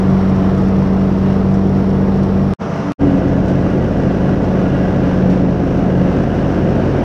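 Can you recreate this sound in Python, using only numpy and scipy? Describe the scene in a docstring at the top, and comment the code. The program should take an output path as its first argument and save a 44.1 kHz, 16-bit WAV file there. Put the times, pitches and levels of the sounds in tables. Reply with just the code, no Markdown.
"""On a lawn, one microphone at the seat of a zero-turn riding mower, close to deck and engine. The V-twin
engine throbs and, through a belt, spins the blades, which drone in the steel deck, churn the air and shred
grass. The hydraulic drive hums and a loose footplate rattles. Three stretches are heard one after another; the
sound drops out briefly between them."""
import sys
import numpy as np
from scipy import signal
from scipy.fft import rfft, irfft, next_fast_len
from scipy.io import wavfile
from scipy.ndimage import map_coordinates

SR = 44100
rng = np.random.default_rng(int(sys.argv[2]) if len(sys.argv) > 2 else 0)


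def inscribe(sig):
    """Save sig as 16-bit PCM at rate SR to the path in sys.argv[1].

    A 1-D sig is mono; a 2-D sig holds one channel per row.
    Samples are clipped to [-1, 1] before scaling.
    """
    pcm = np.round(np.clip(np.atleast_2d(sig).T, -1, 1) * 32767)
    wavfile.write(sys.argv[1], SR, pcm.astype(np.int16))


N = 310443
TIME = np.arange(N) / SR

# how hard the deck works against its usual effort: t/s, load/dB
DECK_LOAD = [(0, 1), (0.4, 1.5), (1.3, 0), (2.5, -0.4), (3.2, -0.5), (4.3, -0.3), (5.3, 0.2), (5.55, -1.6),
             (6.1, 0), (7.04, 1.5)]
# dB of roar, rasp and cutting hiss for each dB of load
ROAR_GROWS, RASP_GROWS, HISS_GROWS = 0.23, 1.3, 0.55


def blades(turns, pass_index):
    """Blade tips sweep past the deck walls; the belt slips a little, so the two blades beat."""
    # weaker blade tones: multiple of spindle speed, level/dB in pass 1, 2, 3
    weak_orders = [(1, -55, -65, -43), (2, -23, -34, -26), (3, -26, -32, -29), (5, -31, -43, -28),
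                   (8, -34, -37, -31), (10, -36, -55, -43), (12, -47, -44, -45), (14, -42, -50, -48),
                   (16, -44, -49, -47)]
    # the deck's main hum, 4th order of the spindle: t/s, relative level/dB
    hum_levels = [(0, -14), (0.4, -14.5), (2.53, -16), (2.65, -31.5), (3.1, -19.5), (3.7, -18.5),
                  (3.9, -25.5), (4.15, -18.5), (5.05, -20), (5.3, -13.5), (5.7, -22), (6.02, -14.5),
                  (6.35, -30.6), (6.6, -19.5), (7.04, -34)]
    # the deck's howl, 6th order: t/s, relative level/dB
    howl_levels = [(0, -26.5), (1.3, -34.5), (2.75, -31), (3.0, -14.5), (3.22, -16), (3.5, -28),
                   (5.5, -23.5), (7.04, -30.5)]
    slip_turns_per_s, second_blade_db = 0.5, -8
    dragged = turns + 0.005 * wobble(5)
    weak = amp(wobble(2.9)) * sum(amp(db) * tone(dragged, k) for k, db in of_pass(weak_orders, pass_index))
    hum = amp(curve(hum_levels) + 0.24 + 0.47 * wobble(7)) * tone(dragged, 4)
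    stirred = turns + 0.012 * wobble(14)  # turbulence under the deck stirs the howl
    lagging = stirred - slip_turns_per_s * TIME
    pair = tone(stirred, 6) + amp(second_blade_db) * tone(lagging, 6)
    howl = amp(curve(howl_levels) - 1) * unit(pair)
    return weak + hum + howl


def engine(cycles, pass_index):
    """Exhaust tones; no two firings are quite alike in timing or strength."""
    # exhaust tones: multiple of the four-stroke cycle rate, level/dB in pass 1, 2, 3
    orders = [(1, -38, -58, -37), (2, -26, -40, -27), (3, -32, -39, -32), (4, -42, -48, -31),
              (5, -25, -35, -23), (6, -33, -33, -28), (7, -35, -39, -34), (8, -31, -35, -27),
              (10, -38, -44, -32), (11, -40, -55, -34), (14, -36, -46, -39), (15, -44, -50, -37),
              (16, -34, -36, -34), (17, -49, -52, -39), (18, -46, -50, -39), (19, -50, -47, -30),
              (20, -47, -50, -39), (21, -38, -38, -32), (22, -46, -50, -43), (23, -42, -46, -44),
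              (24, -42, -35, -46), (26, -50, -46, -48), (27, -58, -52, -42), (32, -51, -52, -48)]
    uneven = cycles + 0.0015 * wobble(22)
    flutter = amp(0.5 * wobble(25))
    return flutter * sum(amp(db) * tone(uneven, k) for k, db in of_pass(orders, pass_index))


def churned_air(turns, cycles, pass_index, roar_hz=800, hiss_hz=3600):
    """Turbulence that pulses with each blade sweep and each firing, and grows with the load."""
    # air churned by the deck and cooling fan: f/Hz, spectral level/dB in pass 1, 2, 3
    spectrum = [(35, -60, -76, -59), (72, -56.5, -70.5, -54), (122, -49, -53, -46),
                (169, -45, -39.5, -43.5), (245, -47.5, -49.5, -46.5), (290, -45, -51, -41.5),
                (427, -49, -54, -49.5), (580, -56, -54, -52), (700, -53.5, -57, -50.5),
                (778, -57.5, -55.5, -56.5), (1240, -61.5, -59.5, -65), (2270, -76, -74, -75.5),
                (4260, -85, -85, -85.5), (5900, -91.5, -83.5, -87), (7540, -100, -98, -99),
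                (10300, -106, -107, -107), (12600, -101, -107, -103), (14200, -113, -130, -120)]
    load_db = curve(DECK_LOAD)
    sweep = tone(turns, 1) + tone(turns, 2)
    firing = tone(cycles, 1) + tone(cycles, 2) + tone(cycles, 3)
    pulsing = unit(np.exp(0.04 * (sweep + firing)) * rng.standard_normal(N))
    rush = coloured(pulsing * np.sqrt(SR / 2), of_pass(spectrum, pass_index))
    roar = below(rush, roar_hz)
    hiss = rush - below(rush, hiss_hz)
    rasp = rush - roar - hiss
    lower = roar * amp(ROAR_GROWS * load_db + 0.58 * wobble(6))
    upper = rasp * amp(RASP_GROWS * load_db) + hiss * amp(HISS_GROWS * load_db)
    return lower + upper * amp(0.6 * wobble(13))  # flutters as the grass feeds in unevenly


def hydraulic_pump(turns, pass_index):
    """The hydraulic drive hums and whines at fixed ratios to the spindle."""
    # hum and whine: multiple of spindle speed, level/dB in pass 1, 2, 3
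    ratios = [(2.59, -34, -46, -40), (13.62, -56, -56, -39)]
    return sum(amp(db) * tone(ratio * turns, 1) for ratio, db in of_pass(ratios, pass_index))


def footplate(contacts_per_s, spread_db):
    """The loose steel plate chatters on its mounts, harder on each bump; every contact rings it anew."""
    # plate modes: f/Hz, relative level/dB, t60/s
    modes = [(1475, -1, 0.032), (1648, 0, 0.036), (1956, -4.5, 0.039), (2825, -3.5, 0.022)]
    bumps_per_s, bump_db = 4, 2.2
    contacts = rng.random(N) < contacts_per_s / SR
    t = TIME[:SR // 10]
    ring = np.zeros(N)
    for hz, db, t60 in modes:
        blows = contacts * amp(spread_db * rng.uniform(-1.3, 1, N))
        mode = amp(db - 60 * t / t60) * np.sin(2 * np.pi * hz * t)
        ring += signal.oaconvolve(blows, mode)[:N]
    return amp(bump_db * wobble(bumps_per_s)) * unit(ring)


def clippings(stalks_per_s, level_db, spread_db):
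    """Stalks patter against the steel deck; now and then a twig snaps."""
    # twigs and coarse tufts hitting the deck: t/s, level/dB, time to fall 30 dB/s
    twigs = [(.58, -47, 0.069), (0.683, -47, 0.038), (1.542, -44.5, .04), (2.232, -44, 0.037),
             (3.482, -44.5, 0.092), (4.43, -49, .15), (4.739, -53.5, 0.037), (5.3, -46, 0.16)]
    # colour of the patter and snaps: f/Hz, relative level/dB
    hit_spectrum = [(400, -33.5), (1500, -5), (3500, -0.5), (6000, -2), (9000, -17), (13000, -22.5),
                    (16000, -50)]
    hits = rng.random(N) < stalks_per_s / SR
    sizes = amp(spread_db * np.minimum(rng.exponential(size=N), 4)) * rng.choice([-1, 1], N)
    patter = amp(level_db + HISS_GROWS * curve(DECK_LOAD)) * unit(coloured(hits * sizes, hit_spectrum))
    snaps = sum((TIME >= at) * amp(db - 30 * np.abs(TIME - at) / fall_s) for at, db, fall_s in twigs)
    return patter + snaps * unit(coloured(rng.standard_normal(N), hit_spectrum))


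def panels(x, pass_index):
    """The deck and engine shroud ring in a few broad resonances."""
    # sheet-metal resonances: f/Hz, width/Hz, boost/dB in pass 1, 2, 3
    resonances = [(1570, 350, -1.4, 0.5, 5.7), (1960, 110, 2, 1.5, 2.3), (2810, 760, 0.5, 2.9, 4.65),
                  (5520, 760, 7, 3.7, 3), (9360, 370, 4, 1, 2.4)]
    return filtered(x, lambda hz: amp(sum(
        boost_db[pass_index] / (1 + (2 * (hz - centre) / width) ** 2)
        for centre, width, *boost_db in resonances)))


def reflections(x, strength, count):
    """Weak, close echoes from the frame and seat ripple the treble, changing as the rider sways."""
    delays_s = rng.uniform(0.002, 0.014, count)
    echoes = sum(wobble(0.96) * np.roll(x, round(d * SR)) for d in delays_s) / np.sqrt(count)
    return x + strength * (echoes - below(echoes, 1000))


def pass_gate(start, end, rise_s=0.032, stop_s=0.00007, tail_s=0.025, tail_db=-25):
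    """Each stretch of sound swells in quickly and cuts out abruptly, leaving a faint, short tail."""
    swell = np.clip((TIME - start) / rise_s, 0, 1) ** 2
    stop = np.clip((end - TIME) / stop_s, 0, 1)
    tail = amp(tail_db) * np.clip((end - TIME) / tail_s + 1, 0, 1) ** 2
    return swell * np.maximum(stop, tail)


def amp(db):
    """Decibels to gain."""
    return 10 ** (np.asarray(db) / 20)


def unit(x):
    """x at rms 1."""
    return x / np.sqrt(np.mean(x ** 2) + 1e-20)


def curve(points):
    """(t/s, value) points joined into one value per sample."""
    return np.interp(TIME, *np.transpose(points))


def of_pass(table, pass_index):
    """The first column of a table, paired with one pass's levels."""
    return np.asarray(table, float)[:, [0, pass_index + 1]]


def wobble(knots_per_s):
    """A smooth random curve around zero."""
    coarse = TIME[::64]
    knots = rng.standard_normal(int(TIME[-1] * knots_per_s) + 4)
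    return np.interp(TIME, coarse, map_coordinates(knots, [coarse * knots_per_s]))


def tone(turns, order):
    """One whole multiple of a shaft's rotation, at rms 1 and a random phase."""
    return 2 ** 0.5 * np.sin(2 * np.pi * (round(order) * turns + rng.random()))


def filtered(x, response):
    """x through a gain that depends on frequency."""
    size = next_fast_len(N + SR // 4)
    return irfft(rfft(x, size) * response(np.fft.rfftfreq(size, 1 / SR)), size)[:N]


def coloured(x, points):
    """x shaped by (f/Hz, level/dB) points on a log axis."""
    f, db = np.transpose(points)
    return filtered(x, lambda hz: amp(np.interp(np.log(hz + 1), np.log(f), db)))


def below(x, hz):
    """The part of x under a frequency."""
    return signal.sosfiltfilt(signal.butter(2, hz, fs=SR, output="sos"), x)


def scene():
    """The mower from the seat: blades, engine and pump keep in step through the pulley ratios."""
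    # the three stretches of sound: start/s, end/s
    passes = [(-.05, 2.537), (2.583, 2.921), (2.98, 7.1)]
    # governed spindle speed, sagging in thick grass: t/s, rotation rate/Hz
    spindle_speed = [(0, 47.47), (2.1, 48.14), (2.92, 47.9), (3.0, 46.4), (3.7, 46.25), (4.45, 46.46),
                     (5.3, 45.88), (5.75, 45.37), (6.75, 46.29), (7.04, 46.49)]
    # footplate shake, slight on smooth lawn and hard on bare ground: level/dB in pass 1, 2, 3
    shake_db = [-52.5, -52, -45.5]
    turns = np.cumsum(curve(spindle_speed)) / SR
    cycles = 0.582 * turns  # four-stroke cycles of the engine
    grass = clippings(stalks_per_s=180, level_db=-59, spread_db=3)
    plate = footplate(contacts_per_s=65, spread_db=4.5)
    tones, rush = np.zeros((2, N))
    for index, (start, end) in enumerate(passes):
        gate = pass_gate(start, end)
        tones += gate * (engine(cycles, index) + blades(turns, index) + hydraulic_pump(turns, index))
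        air = churned_air(turns, cycles, index)
        rush += gate * (panels(air + grass, index) + amp(shake_db[index]) * plate)
    return (tones + reflections(rush, strength=0.22, count=6))[None]


def record(dry):
    """The mono microphone chain rounds off the highest peaks and keeps nothing above its band limit."""
    ceiling, top_hz = 0.78, 14200
    rounded = dry[0] / (1 + np.abs(dry[0] / ceiling) ** 8) ** (1 / 8)
    return filtered(rounded, lambda hz: hz < top_hz)[None]


dry = scene()
out = record(dry)
inscribe(out)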